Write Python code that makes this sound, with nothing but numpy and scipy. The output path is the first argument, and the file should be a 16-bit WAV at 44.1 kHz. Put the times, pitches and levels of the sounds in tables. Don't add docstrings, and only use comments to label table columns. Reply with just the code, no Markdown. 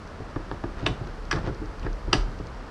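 import sys
import numpy as np
from scipy import signal
from scipy.fft import rfft, irfft
from scipy.io import wavfile
from scipy.ndimage import uniform_filter1d, minimum_filter1d

SR = 44100
rng = np.random.default_rng(int(sys.argv[2]) if len(sys.argv) > 2 else 0)


def output_pcm(signal):
    pcm = np.clip(np.atleast_2d(signal).T, -1, 1) * 32767
    wavfile.write(sys.argv[1], SR, np.round(pcm).astype(np.int16))


N = 119070


def from_db(db):
    return 10 ** (np.asarray(db) / 20)


def seconds():
    return np.arange(N) / SR


def at_hz(points, hz, column=1):
    points = np.array(points)
    return np.interp(np.log(hz + 1e-9), np.log(points[:, 0]), points[:, column])


def lowpass(x, order, hz):
    return signal.sosfilt(signal.butter(order, hz, fs=SR, output="sos"), x)


def add(out, start_s, x):
    start = max(int(start_s * SR), 0)
    out[start:start + len(x)] += x[:max(N - start, 0)]


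def noise(spectrum):
    gain = from_db(at_hz(spectrum, np.fft.rfftfreq(N, 1 / SR)))
    x = irfft(rfft(rng.standard_normal(N)) * gain, N)
    return x / x.std()


def roughness(swing_db, points_per_s):
    return from_db(swing_db * np.interp(seconds() * points_per_s, np.arange(N), rng.standard_normal(N)))


def burst(x, hold_s, t60_s):
    after_hold = np.maximum(seconds()[:len(x)] - hold_s, 0)
    return x * from_db(-60 * after_hold / t60_s)


def coloured(x, points):
    log_gain = np.log(from_db(at_hz(points, abs(np.fft.fftfreq(len(x), 1 / SR)))))
    response = np.exp(np.conj(signal.hilbert(log_gain)))
    return np.fft.ifft(np.fft.fft(x) * response).real


def contact(spectrum, hold_s, t60_s, size=4096):
    envelope = burst(np.ones(size), hold_s, t60_s)
    x = rng.standard_normal(size) * envelope
    for _ in range(3):
        flat = irfft(np.exp(1j * np.angle(rfft(x))))
        x = flat * np.sqrt(envelope)
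    x = coloured(x, spectrum)
    return x * np.linalg.norm(envelope) / np.linalg.norm(x)


def ring(modes, gains_db, spread_s):
    hz, db, t60_s = np.transpose(modes)[:, :, None]
    late, sign = rng.random((2, len(modes), 1))
    t = np.maximum(seconds()[:SR // 2] - late * spread_s, 0)
    level = from_db(db + gains_db[:, None] - 60 * t / t60_s)
    return np.sum(np.sign(sign - .5) * level * np.sin(2 * np.pi * hz * t), axis=0)


# frequency in Hz, relative density in dB per Hz.
HISS_COLOUR = [(20, -11), (70, -7.5), (95, -8.5), (140, -8.5), (190, -9.5), (330, -14), (450, -12.5),
               (700, -16.5), (1300, -17.5), (1750, -23), (2300, -29), (3800, -35), (4700, -34), (5800, -38),
               (6500, -42.5), (8500, -48), (12400, -61.5)]
HISS_DB = -41


def hiss():
    return from_db(HISS_DB) * noise(HISS_COLOUR)


# frequency in Hz, relative density in dB per Hz.
RUMBLE_COLOUR = [(15, -39), (28, -7), (38, 8), (54, -6), (75, -5.5), (140, -44), (300, -66)]
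# time in seconds, level in dB.
RUMBLE_LEVEL = [(0, -42), (.3, -45.5), (.6, -38.5), (1.2, -37), (2.3, -34), (2.7, -47.5)]


def rumble():
    level_db = np.interp(seconds(), *np.transpose(RUMBLE_LEVEL))
    return from_db(level_db) * noise(RUMBLE_COLOUR)


# start in seconds, level in dB before the trim.
TICKS = [(0.075, -42), (1.073, -40), (1.253, -41.5), (1.5469, -41.5), (1.6585, -42), (1.796, -40),
         (1.93, -38.5), (2.3172, -45), (2.389, -41.5), (2.4698, -39.5), (2.546, -48)]
# frequency in Hz, relative density in dB per Hz.
TICK_COLOUR = [(2500, -26), (4300, 3), (5200, -1), (6200, -1), (7500, -25), (11000, -24)]
TICK_TRIM_DB, TICK_HOLD_S, TICK_T60_S = -7.5, 0.00071, 0.015


def ticks():
    out = np.zeros(N)
    for start_s, db in TICKS:
        tick = contact(TICK_COLOUR, TICK_HOLD_S, TICK_T60_S)
        add(out, start_s, from_db(db + TICK_TRIM_DB) * tick)
    return out


# start in seconds, level in dB, boom in dB, body in dB,
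# brightness in Hz (where the treble rolls off).
KNOCKS = [(0.201, -33, 2, -0.5, 500), (0.360, -28, -0.5, 0, 1420), (0.513, -30, 0.5, 0.5, 2580),
          (0.638, -27, -1, 3, 1320), (0.826, -30, 8, 1.5, 500), (0.866, -21.5, -9, -4, 910),
          (0.888, -35.5, 13, 0, 604), (0.906, -33, 4.5, 0, 402), (1.008, -37.5, 10, 1, 700),
          (1.062, -45, 0, 5, 394), (1.33, -23.5, 1, -7, 600), (1.337, -32, 1.5, -2.5, 500),
          (1.363, -34.5, 6, 0, 1100), (1.382, -31, 3, -4.5, 1310), (1.44, -33, -8, 2, 800),
          (1.474, -29.5, 2, 3.5, 700), (1.494, -31, 6.5, 1, 510), (1.615, -27, -5, 0.5, 400),
          (1.847, -34.5, 5.5, 0, 303), (1.861, -28, -5, -0.5, 700), (2.076, -28.5, 3, -1.5, 400),
          (2.13, -14.5, -13, -5.5, 470), (2.146, -23.5, -3, -1.5, 550), (2.166, -28, 2, -5, 332),
          (2.274, -43.5, 12.5, -2, 347), (2.398, -33, 4.5, 0, 543), (2.477, -53, 14.5, 4, 400)]
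# frequency in Hz before the detune, level in dB, t60 in seconds.
TABLE_MODES = [(55.5, -6, 0.27), (99.8, -0.5, 0.12), (121.9, -2, 0.19), (154.5, -5, 0.16),
               (228.5, -13, 0.17), (281.2, -6, 0.1), (321.5, -0.5, 0.11), (346.3, -2.5, 0.11),
               (423.5, -5.5, 0.1), (620, -16, 0.017), (702, -8.5, 0.056), (903, -8.5, 0.078),
               (1180, -28, 0.047), (1190, -2, 0.036), (1760, -0.5, 0.023)]
# frequency in Hz, relative density in dB per Hz.
THUD_COLOUR = [(60, -6), (150, 2.5), (280, 6), (600, 11.5), (1400, 3), (2200, -10), (3500, -8.5),
               (5000, -17), (9000, -23.5)]
THUD_DB, THUD_HOLD_S, THUD_T60_S = -4.5, 0.0054, 0.012
BOOM_TOP_HZ, BODY_TOP_HZ = 200, 385
KNOCK_DETUNE = 0.042
KNOCK_SPREAD_S = 0.00431


def knocks():
    out = np.zeros(N)
    hz = np.array(TABLE_MODES)[:, 0]
    for start_s, db, boom_db, body_db, bright_hz in KNOCKS:
        modes = np.array(TABLE_MODES)
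        modes[:, 0] *= 1 + KNOCK_DETUNE * (2 * rng.random(len(hz)) - 1)
        gains_db = np.select([hz < BOOM_TOP_HZ, hz < BODY_TOP_HZ], [boom_db, body_db])
        blow = ring(modes, gains_db, KNOCK_SPREAD_S)
        add(blow, 0, from_db(THUD_DB) * contact(THUD_COLOUR, THUD_HOLD_S, THUD_T60_S))
        add(out, start_s, from_db(db) * lowpass(blow, 2, bright_hz))
    return out


# start in seconds, level in dB.
TAPS = [(0.3595, -39), (0.3655, -41), (0.5128, -31), (0.6383, -35.5), (0.6440, -40), (1.472, -32),
        (1.48, -39)]
# frequency in Hz, relative density in dB per Hz.
TAP_COLOUR = [(300, -2), (750, 6), (1300, 8.5), (1800, -12.5), (2500, -7), (4600, -13), (6500, -30),
              (11000, -43)]
TAP_HOLD_S, TAP_T60_S = 0.0021, 0.0093


def taps():
    out = np.zeros(N)
    for start_s, db in TAPS:
        add(out, start_s, from_db(db) * contact(TAP_COLOUR, TAP_HOLD_S, TAP_T60_S))
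    return out


# start in seconds, level in dB.
SHUDDERS = [(0.369, -30.5), (0.872, -39), (1.161, -31.5), (1.348, -37), (1.479, -41), (1.659, -40.5),
            (1.866, -27.5), (2.166, -19)]
STAND_HZ, STAND_RISE_S, STAND_T60_S = 36.5, 0.026, 0.48


def shudders():
    out, t = np.zeros(N), seconds()[:SR]
    rise = np.minimum(t / STAND_RISE_S, 1)
    sway = burst(np.sin(2 * np.pi * STAND_HZ * t) * rise, STAND_RISE_S, STAND_T60_S)
    for start_s, db in SHUDDERS:
        add(out, start_s, from_db(db) * sway)
    return out


# frequency in Hz, relative level in dB.
SLIP_COLOUR = [(100, 4), (330, 10), (700, 12), (1300, -5), (1800, 6.5), (2400, -13), (4700, -10),
               (6500, -21), (11000, -46)]
SLIPS_PER_S, SLIP_JITTER = 160, 0.44
SLIP_SWING_DB = 2.5


def slips():
    out = np.zeros(N)
    gap, size = rng.standard_normal((2, SR // 20))
    gaps_s = np.exp(SLIP_JITTER * gap) / SLIPS_PER_S
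    at = (np.cumsum(gaps_s) * SR).astype(int)
    snaps = from_db(SLIP_SWING_DB * size) * rng.choice([-1, 1], len(at))
    inside = at < N
    out[at[inside]] = snaps[inside]
    out = coloured(out, SLIP_COLOUR)
    return out / out.std()


# peak time in seconds, rise in seconds, fall in seconds (both as
# widths of a bell curve), level of the stroke in dB.
RUBS = [(0.815, 0.031, 0.055, -39.5), (1.06, 0.031, 0.061, -45.5), (1.375, 0.038, 0.019, -36),
        (1.446, 0.014, 0.016, -36.5), (1.475, 0.01, 0.018, -33.5), (1.835, 0.017, 0.033, -42.5)]
# frequency in Hz, relative density in dB per Hz.
RUB_COLOUR = [(100, 12.5), (300, 4), (800, 0.5), (1400, 0), (2300, -15), (5000, -32), (12000, -69)]
# frequency in Hz, relative density in dB per Hz.
GRIT_COLOUR = [(1500, -2), (3200, 4), (4800, -2.5), (6500, -11), (11000, -47)]
RUB_SWING_DB, RUB_GRAINS_PER_S = 2.5, 100
GRIT_DB, GRIT_SWING_DB, GRIT_GRAINS_PER_S = -18.5, 6, 390
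SLIP_DB = -7.5


def rubs():
    t, stroke = seconds(), np.zeros(N)
    for peak_s, rise_s, fall_s, db in RUBS:
        width_s = np.where(t < peak_s, rise_s, fall_s)
        stroke += from_db(db) * np.exp(-.5 * ((t - peak_s) / width_s) ** 2)
    rub = roughness(RUB_SWING_DB, RUB_GRAINS_PER_S) * noise(RUB_COLOUR)
    grit = from_db(GRIT_DB) * roughness(GRIT_SWING_DB, GRIT_GRAINS_PER_S) * noise(GRIT_COLOUR)
    return stroke * (rub + grit + from_db(SLIP_DB) * slips())


def resonate(x, hz, db):
    width_hz = 175
    peak = signal.lfilter(*signal.iirpeak(hz, hz / width_hz, fs=SR), x)
    return x + (from_db(db) - 1) * peak


# start in seconds, level
# in dB, six colour gains in dB (one at each of COLOUR_HZ), lower resonance in Hz, its lift in dB,
# upper resonance in Hz, its lift in dB. The resonances shift with the height of the carriage.
CLACKS = [(0.8612, -32.5, 11, -3, 6, 6, -5, 0, 2700, 4, 3620, 3),
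          (0.8635, -21.5, 4, -6, -1, 3.5, -8, -3, 2670, 11.7, 3700, 9.8),
          (1.3105, -34, -5, -2, 2, -3, -2, 5, 3200, 5, 5750, 5),
          (1.3124, -23.5, -5, 5, -7.5, -5, 0, -3.5, 3230, 12.7, 5630, 10),
          (1.327, -25.5, -1, -2, -11.5, 0.5, -8, -16, 2430, 12.5, 4170, 5),
          (1.829, -47.5, -8, -8, 3, 1, -4, -8, 2800, 4, 3400, 4),
          (1.8640, -38.5, 6, 1, -14, -21, -13, -19, 720, 6, 1770, 13),
          (2.1269, -33.5, 8, 9.5, -15, 0, -4, -9, 2850, 3, 4850, 3),
          (2.1298, -14.5, 1.5, -4.5, -1, 0.5, -1, -3, 2790, 10.5, 4760, 9.8)]
COLOUR_HZ = [800, 1700, 2700, 3650, 4800, 7500]
# frequency in Hz, level in dB, t60 in seconds.
LIFT_MODES = [(738, -16.5, 0.19), (935, -12, 0.051), (1166, -10, 0.052), (1290, -8.5, 0.049),
              (1690, -0.5, 0.056), (2000, -12.5, 0.077), (2176, -6.5, 0.035), (2594, 0.5, 0.03),
              (3200, -9.5, 0.04), (3700, -25, 0.019), (4715, -2.5, 0.02), (4810, -8, 0.022),
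              (5760, -11, 0.042)]
# frequency in Hz, relative density in dB per Hz.
CRACK_COLOUR = [(300, -20), (900, 3), (1400, 6), (2350, 0.5), (2850, 2), (3300, -1.5), (4100, -5),
                (4900, 1), (5400, -6), (5900, -5), (6400, -16.5), (8400, -19.5), (10500, -34), (12000, -82)]
CRACK_DB, CRACK_HOLD_S, CRACK_T60_S = 1, 0.0025, 0.017
LIFT_SPREAD_S = 0.001436
CLACK_TOP_HZ = 10700


def clacks():
    crack, ringing = np.zeros((2, N))
    mode_hz = np.array(LIFT_MODES)[:, 0]
    for start_s, db, *colour, low_hz, low_db, high_hz, high_db in CLACKS:
        tint = np.transpose([COLOUR_HZ, colour])
        hit = coloured(contact(CRACK_COLOUR, CRACK_HOLD_S, CRACK_T60_S), tint)
        resonant = resonate(resonate(hit, low_hz, low_db), high_hz, high_db)
        add(crack, start_s, from_db(db + CRACK_DB) * hit)
        add(ringing, start_s, from_db(db + CRACK_DB) * (resonant - hit))
        add(ringing, start_s, from_db(db) * ring(LIFT_MODES, at_hz(tint, mode_hz), LIFT_SPREAD_S))
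    return lowpass(np.array([crack, ringing]) + 1e-18, 12, CLACK_TOP_HZ)


REFLECTION_DELAY_S = .007
# frequency in Hz, level in dB.
EARLY_COLOUR = [(200, -4), (1000, -8), (3000, -10), (5000, -10), (8000, -4), (11000, -9)]
EARLY_T60_S = 0.042


def early_reflections(x):
    echoes = burst(rng.standard_normal(SR // 4), 0, EARLY_T60_S)
    echoes /= np.linalg.norm(echoes)
    gain = from_db(at_hz(EARLY_COLOUR, np.fft.rfftfreq(len(echoes), 1 / SR)))
    response = np.zeros(N)
    add(response, REFLECTION_DELAY_S, irfft(rfft(echoes) * gain)[:SR // 8])
    return signal.fftconvolve(x, response[:SR // 4])[:N]


# frequency in Hz, level in dB, t60 in seconds.
ROOM = [(150, -9, 0.54), (397, -2.5, 0.52), (1200, -8, 0.36), (2980, -9, 0.27), (5000, -11, 0.29),
        (8950, -4.5, 0.29)]


def workshop(x):
    tail = np.zeros(N)
    edges_hz = 50 * 2. ** np.arange(9)
    for low_hz, high_hz in zip(edges_hz, edges_hz[1:]):
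        centre_hz = np.sqrt(low_hz * high_hz)
        echoes = burst(rng.standard_normal(SR // 2), 0, at_hz(ROOM, centre_hz, column=2))
        echoes /= np.linalg.norm(echoes)
        octave = signal.butter(2, [low_hz, high_hz], "band", fs=SR, output="sos")
        band = signal.sosfilt(octave, echoes)
        add(tail, REFLECTION_DELAY_S, from_db(at_hz(ROOM, centre_hz)) * band)
    return signal.fftconvolve(x, tail[:SR])[:N]


CRACK_WET_DB, RING_WET_DB, TABLE_WET_DB = 1.5, -12, -5.5


def scene():
    crack, ringing = clacks()
    table = knocks() + taps() + rubs()
    airborne = from_db(CRACK_WET_DB) * crack + from_db(RING_WET_DB) * ringing
    airborne += from_db(TABLE_WET_DB) * table
    room = early_reflections(airborne) + workshop(airborne)
    direct = crack + ringing + table + shudders() + ticks()
    return (direct + room + hiss() + rumble())[None]


PEAK_LIMIT, CUTOFF_HZ = .85, 12400


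def record(dry):
    gain = PEAK_LIMIT / np.maximum(abs(dry[0]), PEAK_LIMIT)
    gain = minimum_filter1d(gain, size=65)
    gain = uniform_filter1d(gain, size=65)
    top_cut = signal.ellip(10, .1, 80, CUTOFF_HZ, fs=SR, output="sos")
    return signal.sosfilt(top_cut, dry * gain)


dry = scene()
out = record(dry)
output_pcm(out)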